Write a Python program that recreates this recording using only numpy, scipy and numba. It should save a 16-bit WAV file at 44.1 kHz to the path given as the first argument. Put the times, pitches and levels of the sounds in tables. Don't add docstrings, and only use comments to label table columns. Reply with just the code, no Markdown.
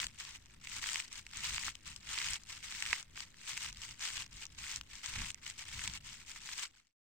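import sys
import numpy as np
from scipy import signal
from scipy.fft import rfft, irfft
from scipy.io import wavfile
from scipy.ndimage import uniform_filter1d
from numba import njit

SR = 44100
rng = np.random.default_rng(int(sys.argv[2]) if len(sys.argv) > 2 else 0)


def volts(x):
    e = np.asarray(x, float) / 20
    return 10 ** e


def store_pcm(level_fs):
    pcm = np.round(np.clip(level_fs, -1, 1) * 32767).astype(np.int16)
    wavfile.write(sys.argv[1], SR, np.atleast_2d(pcm).T)


N = 310905
TIME = np.arange(N) / SR
FADE_FROM_S, FADE_TO_S = 6.45, 6.937
FADE = np.interp(TIME, [FADE_FROM_S, FADE_TO_S], [1, 0])
TREBLE_DB = -4.0

# frequency in Hz, gain in dB.
LEFT_PORT = [(400, -17), (600, -27), (850, -5.5), (1400, -3), (2200, -3), (2900, 2.44), (4000, -3.5),
             (5500, -1), (7800, 1), (8600, -1.5), (9600, -17.5), (11400, -25.5), (12200, -19.5),
             (15700, -20)]
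# frequency in Hz, gain in dB.
RIGHT_PORT = [(400, -9), (600, -20), (850, -13), (1400, -7), (2200, 4), (2900, -0.66), (4000, -1.5),
              (5500, -3.5), (7800, -13), (8600, -16.5), (9600, -27), (11400, -30.5), (12200, -27),
              (15700, -26)]


def pressure(s):
    # grip in seconds, letting go in seconds,
    # crackle level at the grip in dB, level at letting go in dB.
    squeezes = [(0.0, 0.043, -41.5, -43.5), (0.2, 0.365, -48.5, -60), (0.644, 0.792, -53.5, -47),
                (0.826, 1.002, -42, -43), (1.01, 1.053, -58, -55), (1.124, 1.185, -54.5, -47),
                (1.342, 1.442, -49, -46), (1.432, 1.698, -41.5, -46), (1.865, 1.98, -51.5, -62),
                (2.083, 2.351, -44.5, -41.5), (2.499, 2.626, -47.5, -63), (2.64, 2.873, -50, -44),
                (2.845, 3.002, -44.5, -48.5), (3.165, 3.223, -54.5, -45), (3.398, 3.483, -61, -51),
                (3.487, 3.686, -42.5, -49), (3.819, 3.916, -47.5, -52.5), (4.019, 4.219, -43.5, -45),
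                (4.318, 4.431, -64, -50), (4.59, 4.771, -49, -46.5), (4.908, 4.995, -54, -49.5),
                (5.048, 5.293, -44.5, -47.5), (5.428, 5.503, -57.5, -48), (5.593, 5.626, -47, -48.5),
                (5.654, 5.854, -54, -45), (5.87, 5.961, -46, -51), (6.048, 6.236, -54, -58),
                (6.27, 6.372, -55, -52), (6.421, 6.636, -53.5, -44), (6.745, 6.8, -70, -69.5)]
    grip_db_per_s, release_db_per_s = 520, 611
    touch_db, touch_db_per_s = -11, 110
    settle_db, settle_db_per_s, rest_db = -17, 102, -71.5
    grip, free, grip_db, free_db = np.transpose(squeezes)[:, :, None]
    held_db = grip_db + (free_db - grip_db) * np.clip((s - grip) / (free - grip), 0, 1)
    fade_db = 20 * np.log10(np.interp(s, TIME, FADE) + 0.01)
    before = np.maximum(grip - s, 0)
    rise_db = np.minimum(grip_db_per_s * before, touch_db_per_s * before - touch_db)
    after = np.maximum(s - free, 0)
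    fall_db = np.minimum(release_db_per_s * after, settle_db_per_s * after - settle_db - fade_db)
    db = held_db - rise_db - fall_db
    return np.maximum(db.max(axis=0), rest_db + fade_db)


def crackle(count=8500, burst_db=2.5, loose_db=3.0, tight_db=2.0, trim_db=2.13):
    treble_wander_db, loose_dull_db = 1.18, -1.5
    loose_share = 0.4
    when, odds, pick = rng.random((count, 3)).T
    when = (np.arange(count) + 2 * when) * N / SR / (count + 1)
    at = (when * SR).astype(int)
    db = pressure(when)
    treble_db = TREBLE_DB + treble_wander_db * walk(12)[at]
    treble_db = treble_db + np.interp(db, [-72, -58], [loose_dull_db, 0])
    bursts_db = burst_db * (walk(160) + 0.75 * walk(35))[at]
    scatter_db = np.interp(db, [-65, -45], [loose_db, tight_db])
    size_db = -scatter_db * (-0.5 + np.log(odds + 0.022))
    energy = volts(db + trim_db + bursts_db + size_db) ** 2 * N / count
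    share = np.interp(db, [-68, -48], [loose_share, 1])
    energy = energy * (pick < share) / share
    hz, energy = flurry(when, energy, 0.72 * (treble_db + 4.0), count=7)
    return facets(when[:, None], energy, hz, spread_ms=1.6, cycles=1.09, length_spread=0.66)


def snaps(table, flurry_db=14.5, ring_db=1.5, ring_cycles=0.49):
    s, db, pitch_hz, treble_db = np.transpose(table)
    hz, energy = flurry(s, volts(db + flurry_db) ** 2, 0.55 * (treble_db + 4), count=24)
    broad = facets(s[:, None] - 0.001, energy, hz, spread_ms=1.05, cycles=0.57, length_spread=0.32)
    peak = volts(db + ring_db) / np.sqrt(gain(LEFT_PORT, pitch_hz) * gain(RIGHT_PORT, pitch_hz))
    energy = peak ** 2 * ring_cycles * SR / np.minimum(pitch_hz, 3000)
    ring = facets(s - 0.0006, energy, pitch_hz, spread_ms=0.03, cycles=ring_cycles, length_spread=0.054)
    return broad + ring


def creases(over_db=10.5, scatter_db=2.0, treble_spread_db=8.0, count=170):
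    when, odds, place, tone = rng.random((count, 4)).T
    s = (np.arange(count) + when) * FADE_TO_S / count
    db = pressure(s) + over_db - scatter_db * np.log(odds + 0.05)
    treble_db = TREBLE_DB + treble_spread_db * 2 * (tone - 0.5)
    return np.transpose([s, db, 1800 * 4.5 ** place, treble_db])


def crumpled_foil():
    # peak time in seconds, peak level in dB,
    # pitch of the largest facet in Hz, treble share in dB.
    clear_creases = [(0.002, -25, 3440, -6), (0.0684, -28, 3300, 4), (0.2078, -38, 6350, -24),
                     (0.6727, -32.5, 2300, -5), (0.8613, -28, 2340, -9), (0.8905, -26, 2840, -14),
                     (0.9326, -29.5, 8400, -10), (0.9581, -24, 2270, -11), (1.0015, -25.5, 2580, -4),
                     (1.3724, -33.5, 7100, 4), (1.5812, -27.5, 2560, -18), (1.6822, -30.5, 1380, -10),
                     (2.1785, -27, 2560, -13), (2.2162, -28.5, 1930, -7), (2.2451, -29, 3000, 7),
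                     (2.3576, -32, 3000, -7), (2.8248, -22, 2600, -5), (2.8632, -25.5, 2170, -6),
                     (2.9303, -17, 2110, -18.5), (3.1765, -36.5, 1820, -23), (3.5766, -26.5, 2300, 4),
                     (3.6465, -30, 2410, -5), (4.0316, -33, 2640, -7), (4.1793, -32.5, 3140, -8),
                     (4.2224, -33, 3120, 2), (4.7612, -26, 7200, 6), (5.2052, -33.5, 2360, 1),
                     (5.3049, -27.5, 3030, 7), (5.8774, -24.5, 2790, -3), (6.4905, -35, 1590, -8)]
    # time in seconds, peak level in dB,
    # pitch in Hz, treble share in dB.
    lone_ticks = [(0.0851, -44, 4480, -1), (0.3505, -38.5, 2800, -12), (0.359, -39, 2890, -11),
                  (0.4597, -48.5, 5810, -7), (0.4996, -53, 2580, -4.6), (0.5405, -53.2, 7900, -1.5),
                  (1.0809, -41, 5080, 2), (1.1292, -32.5, 8200, 7.5), (1.2668, -37.5, 2520, -2),
                  (1.3127, -44, 7490, -1), (1.7538, -36, 3060, -1), (1.8777, -37, 7660, 15),
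                  (1.963, -34.5, 5000, 2), (2.436, -43, 5770, 4), (3.0284, -42.5, 6500, -9),
                  (3.159, -38.5, 4310, -14), (3.343, -50, 1730, -14), (3.371, -53, 5300, 18),
                  (3.7284, -37.5, 5370, 2), (3.748, -45, 4390, 0), (3.7722, -41, 4390, -3),
                  (4.2636, -41.5, 5640, -3), (4.33, -41.5, 4800, 9), (4.455, -35.5, 6600, -2),
                  (4.8122, -33.5, 3080, -1), (5.3459, -34, 8000, 3), (5.5003, -35, 7400, -1.9),
                  (5.9752, -37, 2930, 2), (6.4174, -42.5, 5560, -5), (6.871, -60.5, 4500, 2)]
    foil = crackle() + snaps(np.vstack([clear_creases, creases()]))
    foil = foil + snaps(lone_ticks, flurry_db=15.5, ring_db=0.1, ring_cycles=0.56)
    return np.array([colour(foil[0], LEFT_PORT), colour(foil[1], RIGHT_PORT)])


def flurry(s, energy, tilt_db, count, patchy_db=2.0):
    low, high = np.sqrt(500), np.sqrt(16500)
    place, patch = np.moveaxis(rng.random((len(s), count, 2)), -1, 0)
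    hz = (low + (high - low) * (np.arange(count) + place) / count) ** 2
    tilt = volts(tilt_db[:, None] * np.log2(np.clip(hz, 2100, 8000) / 3500))
    patchiness = volts(2 * patchy_db * (patch - 0.5))
    share = np.sqrt(hz / 4000) * (tilt * patchiness) ** 2
    return hz, energy[:, None] * share / share.sum(axis=1, keepdims=True)


def facets(s, energy, hz, spread_ms, cycles, length_spread, alike_hz=2300, scatter=1.8, lead_us=60, pan_db=4.5):
    wait, length, turn, slip, pan = np.moveaxis(rng.standard_normal(hz.shape + (5,)), -1, 0)
    start = (SR * (s + spread_ms / 1000 * wait ** 2)).astype(np.int64).ravel()
    tau = cycles * (hz / 2000) ** 0.18 * np.exp(length_spread * length) * SR / hz
    tau = np.clip(tau, 2, 70)
    size = np.sqrt(8 * energy / tau)
    unlike = 1 / (1 + (alike_hz / hz) ** 6)
    apart = unlike * (2 * np.pi * hz * lead_us / 960000.0 + scatter * slip)
    ports = []
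    for side in (0.5, -0.5):
        loud = size * volts(side * pan_db * pan * (0.6752 + unlike))
        phase = 10 * turn + side * apart
        ports.append(rings(start, hz.ravel(), tau.ravel(), loud.ravel(), phase.ravel()))
    return np.array(ports)


@njit
def rings(start, hz, tau, size, phase):
    out = np.zeros(N)
    for g in range(len(start)):
        step = np.exp(2j * np.pi * hz[g] / SR - 1 / tau[g])
        z = size[g] / tau[g] * np.exp(1j * phase[g])
        for i in range(int(7 * tau[g]) + 2):
            if 0 <= start[g] + i < N:
                out[start[g] + i] += i * z.imag
            z *= step
    return out


def wind(apart_db=-18.5):
    # frequency in Hz, level in dB per Hz.
    rumble = [(15, -9), (30, -0.5), (64, -1), (130, -7), (220, -14.5), (400, -32), (700, -40),
              (1200, -57.5)]
    # peak time in seconds, rumble level in dB.
    gusts = [(0.05, -52), (0.79, -55.5), (0.9, -57), (1.19, -59.5), (1.42, -54), (1.53, -50.5), (1.68, -55),
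             (1.9, -55.5), (2.1, -59.5), (2.3, -51.5), (2.75, -60), (2.9, -57), (3.55, -59), (3.68, -53.5),
             (3.91, -57.5), (4.19, -52.5), (4.62, -57.5), (4.35, -57), (4.78, -56), (4.95, -57.5),
             (5.211, -45.5), (5.78, -53.5), (5.891, -49), (6.23, -58)]
    breeze_db, rise_db_per_s, fall_db_per_s = -64.0, 111, 138
    mid, side = (colour(rng.standard_normal(N), rumble, size=16384) for _ in range(2))
    side = signal.lfilter(*signal.butter(1, 160, "high", fs=SR), side) * volts(apart_db + 7.5)
    gust_db = breeze_db + 1.9 * walk(4)
    for s, db in gusts:
        away_db = np.maximum(rise_db_per_s * (s - TIME), fall_db_per_s * (TIME - s))
        gust_db = np.maximum(gust_db, db - away_db)
    scale = FADE ** 1.53 * volts(gust_db + 2.1 * walk(12)) / np.std(mid)
    return scale * np.array([mid + side, mid - side])


def hiss():
    # frequency in Hz, level in dB per Hz.
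    hiss_spectrum = [(60, 6), (120, 4), (250, 10.5), (450, 0), (700, -3.5), (2000, -3.5), (4000, -8),
                     (8000, -20.5), (9700, -15), (16000, -18.5)]
    noise = np.array([level(colour(rng.standard_normal(N), hiss_spectrum), -70.5) for _ in range(2)])
    return noise - volts(-67.5)


def gain(table, hz):
    points, db = np.transpose(table)
    return volts(np.interp(np.log(hz + 1), np.log(points), db))


def colour(x, table, size=2048):
    cepstrum = irfft(np.log(gain(table, np.arange(size // 2 + 1) * SR / size)))
    cepstrum[1:size // 2] *= 2
    cepstrum[size // 2 + 1:] = 0
    response = irfft(np.exp(rfft(cepstrum)))
    return signal.fftconvolve(x, response)[:N]


def level(x, db):
    return x * volts(db) / np.sqrt(np.mean(x ** 2))


def walk(rate):
    k = int(SR / rate)
    held = np.repeat(rng.standard_normal(N // k + 1), k)[:N]
    return 0.99 * uniform_filter1d(uniform_filter1d(held, k), k)


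def scene():
    return (crumpled_foil() + wind()) * (TIME < FADE_TO_S) + FADE * hiss()


def top_cut(x):
    return signal.sosfilt(signal.butter(12, 16560, fs=SR, output="sos"), x)


def record(dry):
    low_pass = signal.ellip(10, 0.3, 60, 15850, fs=SR, output="sos")
    mix = signal.sosfilt(low_pass, dry)
    return top_cut(mix)


dry = scene()
out = record(dry)
store_pcm(out)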